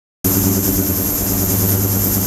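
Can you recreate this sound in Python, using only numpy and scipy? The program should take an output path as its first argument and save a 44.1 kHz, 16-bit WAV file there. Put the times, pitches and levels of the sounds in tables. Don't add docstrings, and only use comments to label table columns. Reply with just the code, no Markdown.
import sys
import numpy as np
from scipy import signal
from scipy.fft import rfft, irfft, next_fast_len
from scipy.io import wavfile
from scipy.ndimage import uniform_filter1d, map_coordinates

SR = 44100
rng = np.random.default_rng(int(sys.argv[2]) if len(sys.argv) > 2 else 0)


def amplitude_ratio(level_db):
    exponent = np.asarray(level_db, float) / 20
    return 10 ** exponent


def output_pcm(signal):
    pcm = np.clip(np.atleast_2d(signal).T, -1, 1) * 32767
    wavfile.write(sys.argv[1], SR, np.round(pcm).astype(np.int16))


N = 100018

MAINS_HZ, SWEEP_HZ = 100.05, 90.6
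MAINS_RAD, SWEEP_RAD, BEAT_RAD = -1.2, 2.1, -1.5


def unit(x):
    return x / np.sqrt(np.mean(x ** 2) + 1e-20)


def clock():
    return np.arange(N) / SR


def curve(rows):
    return np.interp(clock(), *np.transpose(rows)[[0, -1]])


def swing(level_db):
    return level_db - level_db.mean()


def wobble(rate):
    coarse = clock()[::64]
    knots = rng.standard_normal(200)
    return np.interp(clock(), coarse, map_coordinates(knots, [coarse * rate]))


def filtered(x, response):
    m = next_fast_len(N + 8192)
    return irfft(rfft(x, m) * response(np.fft.rfftfreq(m, 1 / SR)), m)[:N]


def colour(points):
    f, v = np.transpose(points)
    return lambda hz: amplitude_ratio(np.interp(np.log(hz + 1), np.log(f), v, left=-120, right=-120))


def resonance(hz, centre, width):
    return 1 / (1 + (2 * (hz - centre) / width) ** 2)


def patchy(patchy_db):
    z = signal.stft(rng.standard_normal(N + 512), nperseg=512)[2]
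    patches = uniform_filter1d(rng.standard_normal(z.shape), 6, axis=0)
    patches = uniform_filter1d(patches, 8, axis=1)
    return signal.istft(z * amplitude_ratio(patchy_db * unit(patches)), nperseg=512)[1][:N]


def phases():
    turn = 2 * np.pi * clock()
    mains = turn * MAINS_HZ + MAINS_RAD
    sweep = turn * SWEEP_HZ + SWEEP_RAD
    return mains, sweep, turn * (MAINS_HZ - SWEEP_HZ) + BEAT_RAD


# (time [s], level [dB])
FIELD = [(.25, -26.5), (.5, -23.5), (.7, -32.5), (.82, -31), (.98, -29), (1.12, -32.5), (1.35, -26),
         (1.63, -22.5), (1.9, -23), (2.12, -28.5), (2.27, -27)]
# (time [s], level [dB])
SWEEP_STRENGTH = [
    (.25, 2),
    (.45, 1),
    (.75, 8.5),
    (1.1, -2.9),
    (1.35, 0.5),
    (1.6, -3.5),
    (1.95, -6.5),
    (2.15, -2),
    (2.27, 4),
]
SWEEP_SHARE = [0.27, 0.93, 0.74, 1]
HUM_ORDERS = [(1, 0), (0, 1), (-1, 2), (2, 0), (1, 1), (0, 2), (3, 0), (2, 1), (1, 2), (0, 3), (4, 0),
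              (3, 1), (2, 2), (1, 3)]
# (level over the ripple line [dB], how far it follows the field [dB per dB])
HUM_LEVELS = [(1.5, 1.3), (-8, 0.11), (-13, 2.4), (-1, 0.78), (-6.5, -0.19), (-2.5, 1.1), (-8, -1.5),
              (-11.5, 2.7), (-2.5, .7), (-14, -0.76), (-14, 0.75), (-10.5, 0.92), (-14, -0.1), (-9, 1.1)]
# (time [s], lag per mains order [rad], lag per sweep order [rad], common lag [rad])
PHASE_LAG = [
    (.7, .6, .4, 4),
    (1.15, -.2, -.1, 1.7),
]
# (frequency [Hz], width [Hz], level [dB])
PANEL = [(564, 155, 2.5), (1440, 58, 15)]


def hum():
    mains, sweep, _ = phases()
    s, *lags = np.transpose(PHASE_LAG)
    mains_lag, sweep_lag, lag = [np.interp(clock(), s, v) for v in lags]
    mains, sweep = mains + mains_lag, sweep + sweep_lag
    field_db, sweep_db = curve(FIELD), curve(SWEEP_STRENGTH)

    lower, upper = np.zeros(N), np.zeros(N)
    for (m, n), (db, follows) in zip(HUM_ORDERS, HUM_LEVELS):
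        level_db = db + follows * swing(field_db) + SWEEP_SHARE[abs(n)] * sweep_db
        level_db = level_db + 2 * wobble(3.17)
        lower += amplitude_ratio(level_db) * np.cos(m * mains + n * sweep + lag + 0.65 * wobble(8))

    for order in range(5, 18):
        for n in range(5):
            level_db = -18.5 - 1.7169 * (order - 5) - 2.3 * n + 3.5 * wobble(5.065)
            upper += amplitude_ratio(level_db) * np.cos((order - n) * mains + n * sweep + lag + 1.1 * wobble(4))

    panel = lambda f: 1 + sum((amplitude_ratio(db) - 1) * resonance(f, c, w) for c, w, db in PANEL)
    upper = filtered(upper * amplitude_ratio(0.44 * swing(field_db)), panel)
    return np.sqrt(2) * amplitude_ratio(field_db.mean()) * (lower + upper)


# (time [s], level [dB])
BUBBLING = [(0.26, -26.5), (0.516, -31), (0.554, -31.5), (0.622, -33.5), (0.644, -28.5), (0.828, -32),
            (1.106, -30.5), (1.48, -30.5), (1.506, -28), (1.636, -29.5), (1.718, -28), (1.802, -33),
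            (2.13, -29), (2.142, -28), (2.214, -31.5), (2.26, -30.5)]
# (frequency [Hz], level per Hz [dB])
HISS_COLOUR = [(2500, -77), (3600, -22.5), (5000, -4), (6500, 2.5), (8300, -1), (11500, 0.5), (13700, -4),
               (15700, -11.5)]
# (frequency [Hz], width [Hz], level [dB])
TANK_WALL = [(12520, 390, -2), (12680, 680, -1.5), (11970, 600, -11)]


def cavitation():
    mains, sweep, beat = phases()
    strength_db = curve(BUBBLING)
    hiss = unit(filtered(patchy(patchy_db=0.5), colour(HISS_COLOUR))) * (1 + 0.18 * np.cos(beat))

    wall = lambda f: np.sqrt(sum(amplitude_ratio(2 * db) * resonance(f, c, w) ** 2 for c, w, db in TANK_WALL))
    ring = unit(filtered(patchy(patchy_db=1.5), wall))
    wander_hz = 35 * wobble(12)
    wander = np.exp(2j * np.pi * np.cumsum(wander_hz) / SR)
    chop = (1 + 0.052 * (np.cos(mains) + np.cos(sweep))) * (1 + 0.071 * np.cos(beat - .7))
    sing = np.real(signal.hilbert(ring) * wander) * chop
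    sing_db = -21.5 + 0.82 * swing(strength_db) + 0.27 * wobble(12.44)
    return amplitude_ratio(strength_db + 4) * hiss + amplitude_ratio(sing_db) * sing


WHINE_HZ = [6834.2, 6279.4, 7197.5]
WHINE_SHARE_DB = [6, 1.5, -3]
# (frequency [Hz], level per Hz [dB])
WHINE_COLOUR = [(4300, -33), (5000, -10), (5800, -4.5), (6500, 1), (7400, -3), (7800, -2.5), (7950, -40)]
# (time [s], level [dB])
STANDING_WAVE = [
    (0.26, -25.5),
    (0.8, -31.5),
    (1.53, -24),
    (1.752, -30.5),
    (2.182, -32.5),
    (2.204, -27),
    (2.26, -28.5),
]


def whine():
    mains, sweep, beat = phases()
    orders, cycle = np.arange(-30, 20), np.linspace(0, 2 * np.pi, 2049)
    tone = 0
    for hz, db in zip(WHINE_HZ, WHINE_SHARE_DB):
        draw = rng.random((50, 2))
        sidebands = np.exp(1j * (orders[:, None] * cycle + 2 * np.pi * draw[:, 1:]))
        pattern = (draw[:, :1] * sidebands).sum(axis=0)
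        drive = 2 * np.pi * hz * clock() + 0.9 * np.sin(sweep) + 0.7 * wobble(8.96)
        voice = np.real(np.interp(mains % (2 * np.pi), cycle, pattern) * np.exp(1j * drive))
        tone = tone + amplitude_ratio(db + 3.1 * wobble(3.06)) * voice

    haze = 0.65 * unit(patchy(patchy_db=2))
    band = unit(filtered(unit(tone) + haze, colour(WHINE_COLOUR)))
    low_edge = filtered(band, lambda f: 1 / (1 + (f / 5700) ** 16))
    throb = np.cos(beat) * (0.14 * band + 0.7 * low_edge)
    return amplitude_ratio(-29.5 + 0.43 * swing(curve(STANDING_WAVE))) * (band + throb)


# (frequency [Hz], level per Hz [dB])
RUMBLE_COLOUR = [(20, -30), (35, -2), (140, -7), (250, -4.5), (550, -15), (1200, -20.5), (3300, -27.5),
                 (5000, -30.5)]


def pump():
    mains, _, beat = phases()
    flow = patchy(patchy_db=-0.5) * (1 + 0.1 * np.cos(mains)) * (1 + 0.071 * np.cos(beat))
    rumble = unit(filtered(flow, colour(RUMBLE_COLOUR)))
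    swell_db = 0.05 * swing(curve(FIELD)) + 0.71 * swing(curve(BUBBLING))
    shaft = unit(filtered(rng.standard_normal(N), lambda f: resonance(f, 48.5, 8)))
    return amplitude_ratio(-26 + swell_db) * rumble + amplitude_ratio(-39) * shaft


def scene():
    return (hum() + cavitation() + whine() + pump())[None]


def roll_off(x):
    return signal.sosfilt(signal.butter(12, 15820, fs=SR, output="sos"), x)


def record(dry):
    notch_hz, notch_width_hz, top_hz = 7850, 230, 15750
    open_s, open_rise_s = .2432, .003

    def camera(f):
        damping = 1j * f * notch_width_hz
        return (f < top_hz) * (1 - damping / (notch_hz ** 2 - f * f + damping))

    opening = np.clip((clock() - open_s) / open_rise_s, 0, 1)
    mix = filtered(dry[0], camera) * opening
    return roll_off(mix[None])


dry = scene()
out = record(dry)
output_pcm(out)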